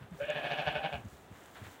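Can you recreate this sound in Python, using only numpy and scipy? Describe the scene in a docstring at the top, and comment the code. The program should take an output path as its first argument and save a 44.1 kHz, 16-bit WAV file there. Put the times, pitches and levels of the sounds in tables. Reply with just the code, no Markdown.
"""In a straw-covered outdoor pen, a sheep gives a hoarse, wavering bleat.
The bleat opens on a clean rising tone, then throbs about twelve times a second. Each throb is a burst
of pulses trailed by a rasp, with a rough thin tone between; all three pass through a set of resonances.
Hooves thud as low sagging tones with a dull crunch. Straw rustles as shaped crackle and snaps as
short bursts of noise. Quiet outdoor air, made of shaped noise, lies under it all."""
import sys
import numpy as np
from scipy import signal
from scipy.fft import rfft, irfft
from scipy.io import wavfile
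from scipy.ndimage import uniform_filter1d

SR = 44100
rng = np.random.default_rng(int(sys.argv[2]) if len(sys.argv) > 2 else 0)


def int16_out(signal):
    """Quantize to a 16-bit WAV file."""
    q = np.round(np.clip(np.atleast_2d(signal).T, -1, 1) * 32767)
    wavfile.write(sys.argv[1], SR, q.astype(np.int16))


N = 79380
NOW = np.arange(N) / SR  # the time of every sample, in seconds

# Still outdoor air. Each row: frequency in Hz, strength in dB per Hz (only the shape counts).
AIR_SPECTRUM = [(20, -14), (40, -6), (70, 8.5), (150, 6), (400, 6), (750, 5), (1100, -5), (2500, -15.5),
                (5000, -21.5), (8000, -20.5), (12500, -25), (15800, -23)]
AIR_DB = -59

# Shuffling in the straw. Each row: time in seconds, low scuff level in dB, high rustle level in dB.
SHUFFLE = [(0, -59, -76), (.03, -55.5, -76), (.09, -65.5, -99), (.135, -57, -73), (.19, -61.5, -61),
           (.35, -48.5, -80), (.62, -47.5, -73), (.85, -50.5, -80), (.95, -54, -64), (1.04, -60, -71),
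           (1.13, -61, -62.5), (1.28, -61.5, -72), (1.37, -56.5, -65), (1.53, -59.5, -64.5),
           (1.61, -54.5, -64), (1.72, -56, -60), (1.8, -58.5, -70)]
# Colours of the straw sounds. Each row: frequency in Hz, strength in dB per Hz (only the shape counts).
SCUFF_SPECTRUM = [(100, -23), (250, 3.5), (450, -2.5), (750, -0.5), (1100, -1.5), (1600, -1.5),
                  (2400, -8.5), (3600, -11), (5000, -27), (15000, -32)]
RUSTLE_SPECTRUM = [(1000, -20), (3500, 1), (5000, -3.5), (7200, 1.5), (10000, -6), (13000, -8),
                   (15800, -0.5)]
CRUSH_SPECTRUM = [(300, -9), (800, -6), (1500, 3), (2500, -4.5), (3700, -6), (5000, -20), (15000, -30)]
# Steps that crush the straw. Each row: start in seconds, level in dB, time to the peak in seconds.
CRUSHES = [(1.544, -52.5, 0.022), (1.635, -52, 0.019)]
# Straw stalks snapping. Each row: start in seconds, peak level in dB.
SNAPS = [(.109, -59), (.253, -53), (0.3022, -41.5), (1.051, -54.5), (1.085, -54), (1.437, -56),
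         (1.459, -48)]
SNAP_HZ, SNAP_WIDTH_HZ, SNAP_DECAY_S = 6870, 4500, 0.0024
CRACKLES_PER_S, CRACKLE_SPREAD_DB, CRACKLE_WASH = 1500, 3, 1  # wash: noise level next to the clicks

# Hoof thuds. Each row: start in seconds, level in dB, pitch at the peak in Hz, time to the peak in seconds.
THUDS = [(.002, -46.5, 137, .022), (.108, -42.5, 180.2, 0.018), (.125, -49.5, 96, 0.012),
         (0.219, -51, 80, 0.015), (0.654, -44, 74, 0.019), (0.749, -50.5, 70.5, .022),
         (0.924, -41.5, 79, .026), (0.956, -45, 130, 0.028), (1.038, -40.5, 102.7, 0.017),
         (1.115, -48, 83.4, 0.016), (1.175, -53.5, 103, 0.021), (1.297, -45.5, 109.3, 0.015),
         (1.605, -43.5, 101, 0.015), (1.654, -51, 104, 0.019)]
THUD_SAG_PER_S, THUD_CRUNCH, CRUNCH_HZ = 6.4, 0.49, 216  # pitch fall rate, crunch gain, its upper edge

# The nearly pure tone that opens the bleat. Each row: time in seconds, pitch in Hz, level in dB.
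OPENING = [(.186, 505, -68), (.205, 540, -42), (.226, 574.3, -41), (.243, 591.4, -46), (.262, 594.2, -60),
           (.285, 598.3, -51), (.302, 611, -32.5), (.318, 630, -61), (.34, 645, -74)]
OPENING_JITTER = .015  # pitch unevenness, as a share of the pitch

# Throbs of the bleat. Each row: time of the peak in seconds, voice level in dB, rise in seconds,
# fall in seconds, pitch in Hz, rasp level in dB. Levels are those sent into the throat.
THROBS = [(0.2222, -40.5, 0.017, 0.011, 143.2, -43.5), (0.297, -39.5, 0.0068, 0.017, 153.3, -41),
          (0.3606, -35, 0.0054, 0.021, 146.7, -41.5), (0.45, -35, 0.0096, 0.0069, 146.9, -41.5),
          (.5195, -36, 0.013, 0.0085, 147.9, -40), (.5925, -35, 0.013, 0.011, 148.3, -40.5),
          (0.6788, -30, 0.011, 0.0069, 153.2, -40), (.754, -34, 0.0045, 0.016, 150.7, -42.5),
          (0.848, -34, 0.012, 0.011, 159.5, -43), (.934, -36, 0.01, 0.014, 144.8, -50)]
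JITTER, SHIMMER_DB, PITCH_SAG = .03, 2.5, .03  # uneven pitch, uneven pulses, pitch drop at a throb's flanks
RASP_LAG_S, RASP_HALF_S = 0.011, 0.023  # how late the rasp peaks, and its spread
CHEST_DB, CHEST_LAG_S, CHEST_HALF_S = -13, 0.002, 0.0081  # clean tone: level against the voice, lag, spread
VOICE_NOISE, PUFF_CYCLES, PUFF_BASE = 0.21, 0.72, 0.88  # air noise; its decay in cycles, its steady part
PULSE_SMEAR, SMEAR_S, SMEAR_HZ = 0.71, 0.001, 1800  # hiss after each pulse: gain, decay, lower edge
HELD_HZ, HELD_JITTER, HELD_NOISE = 137.2, .12, 0.79  # the rough tone between throbs
HELD_NARROWING = 0.79  # the two lowest resonances are narrower under the soft held tone

# The mouth's course. Each row: time in seconds, held tone level into the throat in dB,
# first resonance in Hz, second resonance in Hz, brightness limit in Hz.
MOUTH = [(0.189, -59, 510, 1520, 1110), (0.208, -49.5, 535, 1580, 2040), (0.258, -51, 592, 1680, 3370),
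         (.30, -44, 605, 1690, 3600), (.325, -53, 627, 1670, 3600), (.40, -43, 677, 1720, 4240),
         (.50, -43, 690, 1616, 5800), (.68, -42.5, 700, 1625, 5530), (.80, -43.5, 693, 1566, 4500),
         (.90, -49, 693, 1595, 4100), (.96, -47.5, 710, 1580, 4100), (1.02, -65, 690, 1550, 3000)]
# The two lowest throat resonances, which follow the mouth. Each row: width in Hz (before any narrowing),
# gain for the voice in dB, for the rasp in dB, for the held tone in dB. Gains count against each other.
LOW_THROAT = [(236, 4, -10, 0), (280, -2.5, 0, -10.5)]
# Throat resonances that stay put. Each row: frequency in Hz, width in Hz, gain for the voice in dB,
# for the rasp in dB, for the held tone in dB. Gains count against each other.
THROAT = [(160, 110, -11, -22, -20), (440, 80, -13, -24, -28), (1055, 100, -15, -20, -24),
          (2230, 280, -12, -6, -20), (2540, 200, -9, 1, -12), (2920, 380, -14, -5, -20),
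          (3450, 600, -19, -11, -27), (4400, 900, -28, -25, -40), (6000, 1800, -36, -32, -55)]
LIPS_LEAK, LEAK_TOP_HZ = 0.19, 7000  # share of sound that passes at any opening, and where it dies away

# Echoes off the ground and the nearest gate. Each row: delay in seconds, gain as a plain factor.
ECHOES = [(.0017, 0.085), (.0135, 0.11)]
PEN_DB, PEN_T60_S, PEN_DELAY_S = -6, 0.11, .004  # reflections: level, time to fade by 60 dB, first arrival

LOW_CUT_HZ, EDGE_HZ = 36, 15850


def amp(db):
    """Turns decibels into gain."""
    return 10 ** (np.asarray(db) / 20)


def unit(x):
    """Scales a sound to an average (rms) level of 1."""
    return x / np.sqrt(np.mean(x ** 2) + 1e-20)


def curves(table):
    """Draws each column of a timed table as a smooth line with one value per sample."""
    seconds, *columns = np.transpose(table)
    return [np.interp(NOW, seconds, column) for column in columns]


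def colour(x, points):
    """Gives a sound the wanted balance of low and high, at rms 1."""
    hz, db = np.transpose(points)
    bins = np.fft.rfftfreq(N, 1 / SR)
    shape_db = np.interp(np.log(bins + 1), np.log(hz), db)
    return unit(irfft(rfft(x) * amp(shape_db), N))


def add(mix, start_s, sound):
    """Mixes a sound in at its start time."""
    part = mix[max(round(start_s * SR), 0):][:len(sound)]
    part += sound[:len(part)]


def resonate(x, hz, width):
    """Rings steeply around one pitch, with gain 1 there; the pitch may follow a curve."""
    turn = np.exp(2j * np.pi * np.cumsum(hz * np.ones(len(x))) / SR)
    r = np.exp(-np.pi * width / SR)
    # shift the pitch down to zero, smooth, then shift it back up
    smooth = signal.lfilter([(1 - r) ** 2], [1, -2 * r, r * r], x / turn)
    return 2 * (turn * smooth).real


def air():
    """Still outdoor air is a steady noise, strongest in the lows."""
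    return amp(AIR_DB) * colour(rng.standard_normal(N), AIR_SPECTRUM)


def crackle():
    """Many tiny stalk clicks of uneven size lie in a soft wash of noise."""
    sizes = amp(CRACKLE_SPREAD_DB * np.minimum(rng.exponential(1, N), 5)) * rng.choice([-1, 1], N)
    clicks = unit(sizes * (rng.random(N) < CRACKLES_PER_S / SR))
    return clicks + CRACKLE_WASH * rng.standard_normal(N)


def press(t, peak_s):
    """A hoof's load rises and falls softly, reaching 1 at its peak."""
    u = np.maximum(t, 0) / peak_s
    return (u * np.exp(1 - u)) ** 2


def straw():
    """Feet scuff, rustle and crush the straw; single stalks snap as short ringing bursts of noise."""
    scuff_db, rustle_db = curves(SHUFFLE)
    out = amp(scuff_db) * colour(crackle(), SCUFF_SPECTRUM)
    out += amp(rustle_db) * colour(crackle(), RUSTLE_SPECTRUM)
    crush = colour(crackle(), CRUSH_SPECTRUM)
    for start_s, db, peak_s in CRUSHES:
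        out += amp(db) * press(NOW - start_s, peak_s) * crush
    t = np.arange(SR // 40) / SR
    for start_s, db in SNAPS:
        burst = rng.standard_normal(len(t)) * np.exp(-t / SNAP_DECAY_S)
        snap = resonate(burst, SNAP_HZ, SNAP_WIDTH_HZ)
        add(out, start_s, amp(db) * snap / abs(snap).max())
    return out


def thuds():
    """Each hoof gives the padded ground a low sagging push with a dull crunch."""
    out = np.zeros(N)
    t = np.arange(SR // 4) / SR
    band = signal.butter(3, [55, CRUNCH_HZ], "band", fs=SR, output="sos")
    for start_s, db, hz, peak_s in THUDS:
        sagging_hz = hz * np.exp(-THUD_SAG_PER_S * (t - peak_s))
        push = np.sin(2 * np.pi * np.cumsum(sagging_hz) / SR)
        crunch = unit(signal.sosfilt(band, rng.standard_normal(len(t))))
        thud = (push + THUD_CRUNCH * crunch) / np.hypot(1, THUD_CRUNCH)
        add(out, start_s, amp(db) * press(t, peak_s) * thud)
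    return out


def cycles(hz, jitter):
    """Keeps a running count of vocal cycles at an unsteady pitch."""
    wobble = unit(uniform_filter1d(rng.standard_normal(len(hz)), size=250))
    return np.cumsum(hz * (1 + jitter * wobble)) / SR


def opening():
    """The bleat starts on a clean rising tone, while the mouth is still half shut."""
    hz, db = curves(OPENING)
    sounding = (NOW > OPENING[0][0]) * (NOW < OPENING[-1][0])
    tone = np.sqrt(2) * np.sin(2 * np.pi * cycles(hz, OPENING_JITTER))
    return amp(db) * sounding * tone


def puffs(turns):
    """Air noise surges once a cycle and dies down towards the next."""
    strength = PUFF_BASE + np.exp(-(turns % 1) / PUFF_CYCLES)
    return unit(strength * rng.standard_normal(len(turns)))


def folds(turns, noise):
    """The vocal folds give one uneven pulse a cycle, each with a short spit of hiss, in some air noise."""
    pulses = np.diff(np.floor(turns), prepend=np.floor(turns[0]))
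    pulses = pulses * amp(SHIMMER_DB * rng.standard_normal(len(turns)))
    tails = signal.lfilter([1], [1, -np.exp(-1 / (SMEAR_S * SR))], pulses)
    spit = unit(tails * rng.standard_normal(len(turns)))
    spit = signal.lfilter(*signal.butter(2, SMEAR_HZ, "high", fs=SR), spit)
    mix = unit(pulses - pulses.mean()) + PULSE_SMEAR * spit + noise * puffs(turns)
    return mix / np.hypot(1, noise)


def throat(drive, index, narrowing=1):
    """The throat rings at its resonances; index picks gains for voice (0), rasp (1) or held tone (2)."""
    rows = [(hz, width * narrowing, dbs[index])
            for hz, (width, *dbs) in zip(curves(MOUTH)[1:3], LOW_THROAT)]
    rows += [(hz, width, dbs[index]) for hz, width, *dbs in THROAT]
    out, power = np.zeros(N), 0
    for k, (hz, width, db) in enumerate(rows):
        # every other resonance is turned upside down
        out += (-1) ** k * amp(db) * resonate(drive, hz, width)
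        power += amp(db) ** 2 * width * np.pi / 2 / SR
    return out / np.sqrt(power)


def lips(x, bright_hz):
    """The lips dull the treble above a limit that follows the mouth, but let a share leak through."""
    hz, s, z = signal.stft(x, SR, nperseg=256)
    hz = hz[:, None]
    leak = LIPS_LEAK / np.hypot(1, (hz / LEAK_TOP_HZ) ** 4)
    through = (1 - LIPS_LEAK) / np.hypot(1, (hz / np.interp(s, NOW, bright_hz)) ** 5)
    return signal.istft(z * (leak + through), SR)[1][:N]


def bleat():
    """Throbs of pulses, their rasp and a held tone share one throat; a clean chest tone joins after it."""
    voice, rasp, chest = np.zeros((3, N))
    middle = SR // 10
    t = np.arange(-middle, middle) / SR
    for peak_s, db, rise, fall, hz, rasp_db in THROBS:
        start_s = peak_s + t[0]
        swell = np.exp(-.5 * (t / np.where(t < 0, rise, fall)) ** 2)
        turns = cycles(hz * (1 - PITCH_SAG * (1 - swell)), JITTER)
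        turns = turns - turns[middle]  # a cycle begins right at the throb's peak
        add(voice, start_s, amp(db) * swell * folds(turns, VOICE_NOISE))
        rasp_swell = np.exp(-.5 * ((t - RASP_LAG_S) / RASP_HALF_S) ** 2)
        add(rasp, start_s, amp(rasp_db) * rasp_swell * puffs(turns))
        chest_swell = np.exp(-.5 * ((t - CHEST_LAG_S) / CHEST_HALF_S) ** 2)
        chest_tone = np.sqrt(2) * np.cos(2 * np.pi * turns)
        add(chest, start_s, amp(db + CHEST_DB) * chest_swell * chest_tone)
    held_db, _, _, bright_hz = curves(MOUTH)
    sounding = (NOW > MOUTH[0][0]) * (NOW < MOUTH[-1][0])
    held_turns = cycles(np.full(N, HELD_HZ), HELD_JITTER)
    held = amp(held_db) * sounding * folds(held_turns, HELD_NOISE)
    in_mouth = throat(voice, index=0) + throat(rasp, index=1)
    in_mouth += throat(held, index=2, narrowing=HELD_NARROWING)
    return lips(in_mouth, bright_hz) + chest


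def pen(x):
    """Two near echoes join short scattered reflections from the gates and walls."""
    t = np.arange(SR // 2) / SR
    hits = rng.standard_normal(len(t)) * (rng.random(len(t)) < 2000 / SR)  # about 2000 a second
    taps = hits * amp(-60 * t / PEN_T60_S) * (t > PEN_DELAY_S)
    out = x + amp(PEN_DB) * signal.fftconvolve(x, taps / np.linalg.norm(taps))[:N]
    for delay, gain in ECHOES:
        add(out, delay, gain * x)
    return out


def scene():
    """Adds up the air, the straw, the steps and the sheep, whose voice alone echoes in the pen."""
    return (air() + straw() + thuds() + pen(opening() + bleat()))[None]


def record(dry):
    """Takes away the deepest lows and the highest treble."""
    cut = signal.sosfilt(signal.butter(6, LOW_CUT_HZ, "high", fs=SR, output="sos"), dry)
    low_pass = signal.firwin(511, EDGE_HZ, window=("kaiser", 9), fs=SR)
    return signal.oaconvolve(cut, low_pass[None], "same")


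dry = scene()
out = record(dry)
int16_out(out)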